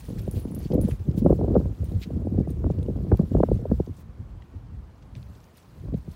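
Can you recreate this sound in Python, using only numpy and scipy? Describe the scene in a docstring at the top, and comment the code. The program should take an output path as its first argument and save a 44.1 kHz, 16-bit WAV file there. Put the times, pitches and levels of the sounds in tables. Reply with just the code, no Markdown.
"""Windy walk with two dogs

Gusty wind rumbles and slaps a hand-held microphone beside a snowy trail: filtered noise plus short swirling tones.
A walker and two dogs move away: noise bursts crunch like packed snow and rough tones squeak.
Their coats and kicked snow rustle as grainy noise that fades unevenly, and decaying high tones jingle as collar tags.
A soft, steady noise behind it all is the outdoor hush."""
import sys
import numpy as np
from scipy import signal
from scipy.io import wavfile
from scipy.ndimage import uniform_filter1d, minimum_filter1d

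SR = 44100
rng = np.random.default_rng(int(sys.argv[2]) if len(sys.argv) > 2 else 0)


def convert_level_to_amplitude(level_db):
    """Map a level in decibels to its linear amplitude factor."""
    exponent = np.asarray(level_db, float) / 20
    return 10 ** exponent


def bounce(signal):
    """Save signal as a 16-bit WAV file at the path given by the first command-line argument."""
    frames = np.transpose(np.atleast_2d(signal))
    limited = np.clip(frames, -1, 1)
    pcm = np.round(limited * 32767).astype(np.int16)
    wavfile.write(sys.argv[1], SR, pcm)


N = 271479  # length in samples

# Steady wind flow at the microphone port. Each row: time in seconds, rumble level in dB.
BREEZE = [(0.0, -45.5), (0.1, -33.5), (0.65, -33), (0.98, -43.5), (1.15, -29.5), (1.6, -27), (1.78, -40.5),
          (1.9, -29.5), (2.06, -40.5), (2.3, -29), (2.74, -32), (3.0, -30), (3.27, -35.5), (3.62, -31.5),
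          (3.88, -42.5), (4.5, -47), (5.0, -48), (5.35, -43.5), (5.57, -59), (5.85, -37), (6.16, -59)]


def evened(x):
    """Scales a sound to an average (rms) strength of 1."""
    return x / np.sqrt(np.mean(x ** 2) + 1e-20)


def read(points, hz):
    """Reads a spectrum at hz, with straight lines on a logarithmic frequency axis."""
    f, value = np.transpose(points)
    return np.interp(np.log(hz + 1), np.log(f + 1), value)


def add(mix, s, sound):
    """Adds a sound to the mix at s seconds, cut off where the mix ends."""
    part = mix[round(s * SR):][:len(sound)]
    part += sound[:len(part)]


def noise(points, size, patchy_db=0.0, grain=None):
    """Gives noise, or a given train of grains, a spectrum with drifting louder and softer patches; rms 1."""
    x = rng.standard_normal(N) if grain is None else grain
    hz, _, z = signal.stft(x, SR, nperseg=size, noverlap=size * 3 // 4)
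    patches = uniform_filter1d(rng.standard_normal(z.shape), size=6, axis=0)
    patches = uniform_filter1d(patches, size=6, axis=1)
    z = z * convert_level_to_amplitude(read(points, hz)[:, None] + patchy_db * evened(patches))
    shaped = signal.istft(z, SR, nperseg=size, noverlap=size * 3 // 4)[1]
    return evened(shaped[:N])


def lumps(seconds, depth_db):
    """Makes a random loudness curve that swells over about the given time; rms 1."""
    width = max(round(seconds * SR), 2)
    swell = uniform_filter1d(uniform_filter1d(rng.standard_normal(N), width), width)
    return evened(convert_level_to_amplitude(depth_db * evened(swell)))


def swells(rows):
    """Adds up the power of bell-shaped swells, for a main layer and the brighter one that goes with it."""
    t = np.arange(0, N + 64, 64) / SR  # a coarse time grid is enough for these slow curves
    power = 0
    for s, db, half, bright_db in rows:
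        bell = np.exp(-2 * ((t - s) / max(half, 0.003)) ** 2)
        power = power + convert_level_to_amplitude([[db], [db + bright_db]]) ** 2 * bell
    return [np.interp(np.arange(N) / SR, t, row) for row in power]


def wind():
    """Slow eddies of air rumble; fast ones come in lumps and grow quickly as the flow strengthens."""
    # Spectra of the two kinds of eddy. Each row: frequency in Hz, relative level in dB.
    slow_eddies = [(12, -43.5), (20, -28), (49, 0), (98, -2), (195, -14.5), (300, -29), (338, -33),
                   (500, -56), (650, -58), (1100, -120)]
    fast_eddies = [(59, -38), (100, -6.5), (197, -4.5), (407, -5.5), (447, -13.5), (481, -4), (539, -16),
                   (1200, -42), (1560, -76.5), (2640, -120)]
    # Gusts over the breeze. Each row: peak time in seconds, rumble level in dB, half length in seconds,
    # fast eddies relative to the rumble in dB.
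    gusts = [(0.18, -28.5, 0.022, -16), (0.27, -34, 0.016, -12), (0.375, -20, 0.01, -17),
             (0.75, -29, 0.024, 3.5), (0.82, -23, 0.037, -8), (0.89, -30.5, 0.017, 3),
             (0.93, -22.5, 0.017, -16), (1.01, -29.5, 0.021, -15), (1.085, -22, 0.015, -17),
             (1.29, -22, 0.048, -6), (1.43, -23.5, 0.032, 0), (1.53, -24, 0.045, -3.5),
             (1.6, -44, 0.045, 5), (1.67, -25, 0.045, -11.5), (1.83, -22.5, 0.031, -21),
             (1.96, -20.5, 0.026, -41), (2.17, -27, 0.066, -11), (2.39, -26.5, 0.053, -8),
             (2.65, -23.5, 0.052, -12.5), (2.8, -22.5, 0.035, -16), (2.9, -25, 0.047, -16),
             (3.13, -14, 0.022, -9.5), (3.23, -25, 0.023, -8), (3.37, -16, 0.051, -16),
             (3.52, -20, 0.051, -21), (3.725, -16.5, 0.02, -18), (3.8, -26, 0.03, -25),
             (3.91, -28, 0.015, -30), (4.09, -37.5, 0.018, -25), (4.21, -29.5, 0.021, -28),
             (4.33, -37.5, 0.085, -38), (4.56, -31.5, 0.024, -29), (4.73, -34.5, 0.084, -30),
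             (5.19, -38.5, 0.11, -43), (5.94, -30.5, 0.073, -27), (6.09, -35.5, 0.039, -34)]
    breeze_db = np.interp(np.arange(N) / SR, *np.transpose(BREEZE))
    slow_gust, fast_gust = swells(gusts)
    fast_db = -52 + 1.7 * (breeze_db + 35)  # -52 dB at a rumble of -35 dB, then 1.7 dB per dB of rumble
    slow_strength = np.sqrt(convert_level_to_amplitude(breeze_db) ** 2 + slow_gust)
    fast_strength = np.sqrt(convert_level_to_amplitude(fast_db) ** 2 + fast_gust)
    slow = noise(slow_eddies, size=8192) * lumps(0.048, 0.89) * slow_strength
    fast = noise(fast_eddies, size=4096) * lumps(0.008, 4) * fast_strength
    return slow + fast


def slaps(rows, count=16):
    """Each eddy arrives fast and slows down: a thin sharp edge first, then a longer, heavier body."""
    # Where body, middle and edge of a slap lie. A single row: their three frequencies in Hz.
    slap_hz = (204, 528.7, 1465)
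    body_hz, middle_hz, edge_hz = slap_hz
    lead = 0.02  # seconds kept free ahead of the slap
    out = np.zeros(N)
    t = np.arange(3000) / SR - lead
    chance = rng.random((len(rows), 3, count, 1))
    for (s, db, body_db, edge_db), (tune, phase, scatter) in zip(rows, chance):
        # swirls spread over 140 to 2900 Hz in equal musical steps
        hz = 140 * (2900 / 140) ** ((np.arange(count)[:, None] + tune) / count)
        slope = [(body_hz, body_db), (middle_hz, 0), (edge_hz, edge_db), (2 * edge_hz, 2.8 * edge_db)]
        span = 0.0032 * (middle_hz / hz) ** 0.64  # seconds; big swirls last longer
        lag = 0.00316 * (middle_hz / hz - 1) + 0.5 * span * (scatter - 0.5)  # seconds; low swirls come later
        tone = np.sin(2 * np.pi * (hz * (t - lag) + 0.63 * phase))
        swirls = convert_level_to_amplitude(read(slope, hz)) * np.exp(-((t - lag) / span) ** 2) * tone
        add(out, s - lead, convert_level_to_amplitude(db) * swirls.sum(0))
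    return out


def strong_buffets():
    """Single strong eddies slap the microphone port at set moments."""
    # Each row: time in seconds, level in dB, low body relative to the middle in dB,
    # high edge relative to the middle in dB.
    strong_eddies = [(0.0883, -40, 4.5, -35), (0.1244, -45, 15, -28), (0.2804, -31, 4, -39),
                     (0.3523, -45.5, 18, -29), (0.3703, -40, -10, -39), (0.4545, -36.5, 8.5, -23),
                     (0.4746, -44, 9, -43), (0.5221, -49, 18, -8), (0.567, -51, 23, -7),
                     (0.6558, -49.5, 27, -13), (0.7053, -35.5, 12.5, -25), (0.7339, -27, 2, -38),
                     (0.7534, -28, 6, -37), (0.781, -21.5, 1, -49), (0.7916, -26, -1, -52),
                     (0.7165, -31, 1, -37), (0.8146, -39, 11, -26), (0.8459, -37.5, 22.5, -26),
                     (0.8878, -33, 3, -20), (1.0849, -41, 18.5, -30), (1.1077, -41, 9.5, -36),
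                     (1.1447, -52, 21, -11), (1.1748, -41.5, 23.5, -37), (1.222, -41.5, 24.5, -27),
                     (1.25, -25.5, 11.5, -51), (1.2634, -10, -6, -39), (1.2695, -25.5, 3, -15.5),
                     (1.2992, -29, 5.5, -23), (1.3076, -14.5, -4.5, -41), (1.3168, -30, 7, -18),
                     (1.3285, -20.5, -4, -29), (1.358, -47, 21, -25), (1.4149, -23, -9, -32),
                     (1.4471, -28, -5, -32), (1.484, -31, 2, -25), (1.504, -34, 11, -31),
                     (1.5132, -36, 12, -35), (1.5326, -47, 6, -19), (1.5559, -17, -8, -28),
                     (1.5655, -14, -1.5, -29.5), (1.577, -26.5, 5, -26), (1.6017, -33, 3, -32),
                     (1.6143, -34, -1, -23), (1.659, -33, 0, -29), (1.8325, -38.5, -1, -41),
                     (2.07, -53.5, 20.5, -25), (2.108, -34, 3, -30), (2.166, -43.5, 18, -36),
                     (2.193, -52, 15, -31), (2.2524, -38, 13, -44), (2.2732, -29, -0.5, -39),
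                     (2.321, -40.5, 18, -37), (2.348, -37, 14, -37), (2.3827, -25.5, 7, -54),
                     (2.402, -31, 10.5, -35), (2.509, -44, 15.5, -42), (2.645, -28, 4, -22),
                     (2.6677, -30, 7, -25), (2.7039, -24, 7, -36), (2.788, -45.5, 19.5, -35),
                     (2.8864, -31.5, 8, -47), (3.0298, -48.5, 21.5, -27), (3.0511, -39, 8, -31),
                     (3.0697, -43, 15, -28), (3.084, -42, 11, -28), (3.121, -18.5, 2, -15.5),
                     (3.1472, -31, -8, -20.5), (3.1964, -28.5, 11.5, -21.5), (3.213, -25.5, -7, -45),
                     (3.233, -39.5, 10.5, -32), (3.3192, -33.5, 11.5, -42), (3.3518, -22.5, 5, -27.5),
                     (3.371, -33, -1, -17), (3.385, -32, -6, -30), (3.4045, -16.5, -5.5, -37),
                     (3.4355, -13, -11.5, -20.5), (3.4902, -28, 2, -28), (3.5179, -19.5, -1, -44),
                     (3.6574, -25, -15, -40), (3.7027, -39, 6.5, -33), (3.7168, -25, 5.5, -23),
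                     (3.8017, -23, -1, -42), (3.8744, -42, 9, -25), (3.8915, -49, 18.5, -20),
                     (4.544, -56, 18, -18), (5.885, -37.5, 3.5, -36), (5.9264, -46, 21, -25),
                     (5.9422, -29, 7.5, -61), (6.079, -51, 16, -20)]
    return slaps(strong_eddies)


def small_buffets(count=110):
    """Many small eddies slap at random moments, stronger and sharper when the breeze is strong."""
    when, size = rng.random((count, 2)).T
    s = 0.03 + when * (N / SR - 0.03)
    breeze_db = np.interp(s, *np.transpose(BREEZE))
    # A slap gains 1.6 dB per dB of breeze: in calm air little but the dull body is left.
    dulled_db = (1.6 - 1) * (breeze_db + 35)
    db = breeze_db + dulled_db - 15 - 2.5 * np.log(size + 0.025)  # a few come out much stronger
    body_db = 8.5 - 0.54 * dulled_db
    return slaps([(a, b, c, -33.5) for a, b, c in zip(s, db, body_db)])


def jingles(rows, modes):
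    """The clasp ticks, then thin metal rings at its own pitches; a swinging tag makes each ring waver."""
    out = np.zeros(N)
    t = np.arange(6000) / SR
    chance = rng.random((len(rows), len(modes), 3))
    ticks = rng.standard_normal((len(rows), 200))
    for (s, *piece_db), draws, tick in zip(rows, chance, ticks):
        add(out, s, convert_level_to_amplitude(piece_db[0]) * np.diff(tick) * np.exp(-t[:199] / 0.00093))
        for (hz, db, t60, piece), (phase, tune, swing) in zip(modes, draws):
            waver = 1 + 0.23 * np.sin(2 * np.pi * (45 * t + swing))  # 45 times a second
            tuned_hz = hz * (1 + 0.008 * (tune - 0.5))
            ring = np.sin(2 * np.pi * (tuned_hz * t + phase)) * waver
            onset = 1 - np.exp(-t / 0.00036)
            fading = convert_level_to_amplitude(piece_db[round(piece)] + db - 60 * t / t60)
            add(out, s, fading * onset * ring)
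    return out


def collar_tags():
    """Strikes set the metal on both dogs' collars ringing, each collar with its own pitches."""
    # Ringing pitches of each collar. Each row: frequency in Hz, level in dB, time to fall by 60 dB in seconds,
    # piece (0 clasp, 1 first tag, 2 second tag).
    near_modes = [(9700, 1.5, 0.017, 0), (15300, -7, 0.067, 2), (10360, -2, 0.15, 1), (11790, 0, 0.063, 2)]
    far_modes = [(8840, -2, 0.084, 1), (9050, 2, 0.039, 1), (8600, 2, .06, 2), (14050, -14, .04, 0),
                 (14620, -11, .04, 0), (15000, -17, .05, 0), (15600, -15, .04, 0)]
    # Strikes on the nearer and the other dog's collar. Each row: start in seconds, clasp level in dB,
    # first tag level in dB, second tag level in dB.
    near_strikes = [(0.0894, -53, -56, -65), (0.2144, -66, -67, -53), (0.312, -38, -49, -51),
                    (0.397, -60, -53, -51), (0.427, -58, -53, -74), (0.5122, -52, -54, -62),
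                    (0.5484, -41.5, -53, -44), (0.5901, -48, -60, -49), (0.7382, -55, -66, -47),
                    (0.8135, -39, -41.5, -45), (0.8839, -57, -53, -48), (0.9, -57, -54, -63),
                    (0.9344, -65, -66, -60), (1.2436, -61, -59, -64)]
    far_strikes = [(0.0528, -55, -57, -75), (0.2594, -62, -78, -62), (0.8839, -56, -78, -57),
                   (1.8437, -47, -59, -75), (1.8594, -59, -62, -75), (2.2593, -72, -68, -80),
                   (2.482, -62, -64, -78), (2.505, -52, -54.5, -70), (2.8295, -60, -59, -75),
                   (5.572, -52, -58, -77), (5.9773, -58, -72, -80), (6.119, -61, -77, -80)]
    return jingles(near_strikes, near_modes) + jingles(far_strikes, far_modes)


def crunches():
    """Snow crystals break in bursts, coloured by the hollow under the foot; long bursts start softly."""
    # Snow packing down and crust snapping under boots and paws. 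Each row: start in seconds, level in dB,
    # centre frequency in Hz, treble relative to the level in dB, decay length in seconds.
    footfalls = [(0.183, -42, 3460, 1, .012), (0.343, -44, 3220, -23, 0.033), (0.637, -50, 4400, 0, .015),
                 (0.7195, -40.5, 3300, -20, 0.0032), (0.846, -47, 2700, -37, 0.0088),
                 (0.9085, -37.5, 1870, -20, 0.0049), (0.919, -47, 2400, -29, .0014),
                 (1.113, -48.5, 3360, -23, 0.0016), (1.1712, -46, 3870, -35, 0.018),
                 (1.327, -58, 2520, -24, .002), (1.5429, -51, 2800, -14, 0.0037),
                 (1.995, -53, 2500, -24, .017), (2.0153, -37, 2970, -29, 0.011),
                 (2.0245, -37, 2900, -18.5, 0.011), (2.033, -38, 3580, -23, 0.006),
                 (2.71, -53, 5500, -8, .004), (2.787, -51, 3500, -10, 0.0035),
                 (2.829, -44.5, 3640, -14, 0.00099), (2.8624, -50.5, 2740, -27, 0.002),
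                 (2.9715, -57, 5000, 8, .0006), (3.1725, -40, 3600, -1, 0.00065),
                 (3.862, -53, 4400, -31, .0027), (3.9649, -54, 6900, -15, 0.0087),
                 (4.421, -47.5, 2240, -30, 0.0032), (5.023, -54, 3540, -37, .005),
                 (5.1523, -39, 3220, -19, 0.0011), (5.16, -50, 2520, -31, 0.0059),
                 (5.229, -45, 3300, -40, 0.00089), (5.3487, -56, 4680, -32, 0.0081),
                 (5.404, -53, 4200, -32, .0011), (5.441, -53, 5070, -24, .002),
                 (5.882, -62, 3800, -26, .01), (5.9414, -49, 2470, -17, 0.0023),
                 (6.116, -53, 4600, -20, .0018)]
    out = np.zeros(N)
    t = np.arange(4096) / SR
    size = np.minimum(rng.exponential(1, (len(footfalls), 4096)), 3)
    breaks = rng.standard_normal((len(footfalls), 4096)) * convert_level_to_amplitude(3 * size)
    spray = signal.butter(2, 6500, "high", fs=SR, output="sos")
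    for (s, db, hz, treble_db, length), grain in zip(footfalls, breaks):
        hollow = signal.butter(2, [hz / 1.56, hz * 1.5], "band", fs=SR, output="sos")
        u = t / max(length, 0.0005)
        rise = 0.48 * (length / 0.005) ** 0.46  # as a share of the decay length
        shape = (1 - np.exp(-u / rise)) * np.exp(-u ** 1.09)
        dull = evened(signal.sosfilt(hollow, grain))
        bright = convert_level_to_amplitude(treble_db) * evened(signal.sosfilt(spray, grain))
        burst = shape * (dull + bright)
        # every burst gets the energy of its shape, whatever the random grains
        add(out, s, convert_level_to_amplitude(db) * burst * np.linalg.norm(shape) / np.linalg.norm(burst))
    return out


def squeaks():
    """Crystals slipping in step under a sole give short tones with a rough, drifting pitch."""
    # Cold snow squeaking. Each row: start in seconds, peak level in dB, pitch in Hz, length in seconds.
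    slips = [(0.225, -71, 3800, 0.045), (0.637, -56, 4450, 0.027), (2.422, -67, 2250, .02),
             (2.44, -62, 1970, 0.026)]
    out = np.zeros(N)
    wobble = rng.standard_normal((len(slips), 4096))
    for (s, db, hz, length), chance in zip(slips, wobble):
        t = np.arange(0, min(length, 0.09), 1 / SR)
        drift = 1 + 0.024 * evened(uniform_filter1d(chance, size=120))[:len(t)]
        tone = np.sin(2 * np.pi * hz * np.cumsum(drift) / SR)
        add(out, s, convert_level_to_amplitude(db) * np.sin(np.pi * t / length) * tone)
    return out


def rustle():
    """Dense tiny grains of friction form a bed that follows the movement, with swishes on top."""
    # Coats, fur and loose snow, fading as the group walks off. Each row: time in seconds, level in dB.
    movement = [(0.0, -59.5), (0.5, -64), (0.9, -61.5), (1.1, -67.5), (2.0, -66), (2.35, -70), (3.0, -69.5),
                (3.4, -64.5), (4.0, -69.5), (5.2, -69), (6.16, -70)]
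    # Swishes of cloth and kicked snow. Each row: peak time in seconds, level in dB, half length in seconds,
    # treble relative to the level in dB.
    swishes = [(0.0, -75, .015, 22), (0.19, -59, .015, -3), (0.37, -67, 0.044, 14), (0.55, -79, .01, 13),
               (0.63, -57.5, 0.044, -17), (0.74, -76, .01, 6), (0.84, -74, 0.026, 15),
               (0.9, -57.5, 0.038, -6), (1.185, -64.5, 0.014, 16), (1.33, -66.5, 0.052, 4),
               (1.45, -68, 0.013, 0), (1.6, -66, 0.038, -3), (1.855, -77, 0.0093, 11), (1.91, -70, 0.03, 6),
               (2.025, -64, 0.025, 8), (2.505, -62.5, .02, -3), (2.72, -67, 0.033, -10),
               (3.17, -64, .05, -8), (3.55, -64.5, 0.044, -10), (3.75, -68, .05, -2), (4.0, -68, 0.037, 1),
               (5.16, -62, .02, -13), (5.58, -61, 0.017, -8), (5.98, -70, 0.019, -5),
               (6.125, -64.5, 0.028, -1)]
    # Moments when this faint hiss is turned down. 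Each row: start in seconds, end in seconds,
    # level change in dB, further change of the treble in dB.
    hiss_drops = [(0.755, 0.806, -5, -8), (3.62, 3.704, -5, 1), (4.026, 5.165, -6.5, -4)]
    t = np.arange(N) / SR
    bed = convert_level_to_amplitude(np.interp(t, *np.transpose(movement))) ** 2  # as power
    mid_swish, treble_swish = swells(swishes)
    mid_drop_db, treble_drop_db = np.zeros(N), np.zeros(N)
    for start, end, db, more_db in hiss_drops:
        active = uniform_filter1d(1.0 * ((t > start) & (t < end)), size=400)  # softened ends
        mid_drop_db += db * active
        treble_drop_db += (db + more_db) * active
    grain_db = 2.0 * np.minimum(rng.exponential(1, N), 4)
    grain = rng.standard_normal(N) * convert_level_to_amplitude(grain_db) * lumps(0.003, 0.32)
    # spectra as (Hz, relative dB)
    mid_spectrum = [(900, -5.0), (2200, -5.0), (4500, -6), (8000, -13.5), (12000, -21.0)]
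    treble_spectrum = [(4000, -27), (7000, -9.0), (12000, -5.0), (16000, -1.5)]
    mid = noise(mid_spectrum, size=256, patchy_db=3.0, grain=grain)
    treble = noise(treble_spectrum, size=256, patchy_db=4.5, grain=grain)
    swell = lumps(0.02, 1.0)
    mid_strength = np.sqrt(bed * swell ** 2 + mid_swish)
    treble_strength = np.sqrt(bed * convert_level_to_amplitude(-4.5) ** 2 * swell ** 3 + treble_swish)  # bed treble 4.5 dB lower
    return mid * mid_strength * convert_level_to_amplitude(mid_drop_db) + treble * treble_strength * convert_level_to_amplitude(treble_drop_db)


def hush():
    """Far-off air in bare trees blends into a smooth wash of noise."""
    # Spectrum of the distant air. Each row: frequency in Hz, relative level in dB.
    hush_spectrum = [(88, -34), (150, -12.5), (297, -14), (348, -16), (376, -17.5), (1080, -23),
                     (1790, -31), (1980, -33.5), (2700, -36.5), (16000, -59)]
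    return convert_level_to_amplitude(-58) * noise(hush_spectrum, size=1024, patchy_db=1.4)


def scene():
    """Adds all sources together into one channel."""
    air = wind() + strong_buffets() + small_buffets() + hush()
    group = collar_tags() + crunches() + squeaks() + rustle()
    return (air + group)[None]


def low_pass(x):
    """Removes everything above the highest recorded frequency."""
    return signal.sosfilt(signal.butter(12, 16810, fs=SR, output="sos"), x)


def record(dry):
    """The microphone rolls off the deepest rumble and the top treble; a limiter holds the hardest slaps."""
    low_cut = signal.butter(4, 42, "high", fs=SR, output="sos")
    top_cut = signal.firwin(255, 15850, window=("kaiser", 5), fs=SR)
    heard = signal.oaconvolve(signal.sosfilt(low_cut, dry), top_cut[None], "same")
    # turn down around peaks above 0.6, with smooth changes
    room_left = minimum_filter1d(np.minimum(1, 0.6 / (abs(heard) + 1e-9)), 600)
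    gain = uniform_filter1d(uniform_filter1d(room_left, 300), 300)
    return low_pass(heard * gain)


dry = scene()
out = record(dry)
bounce(out)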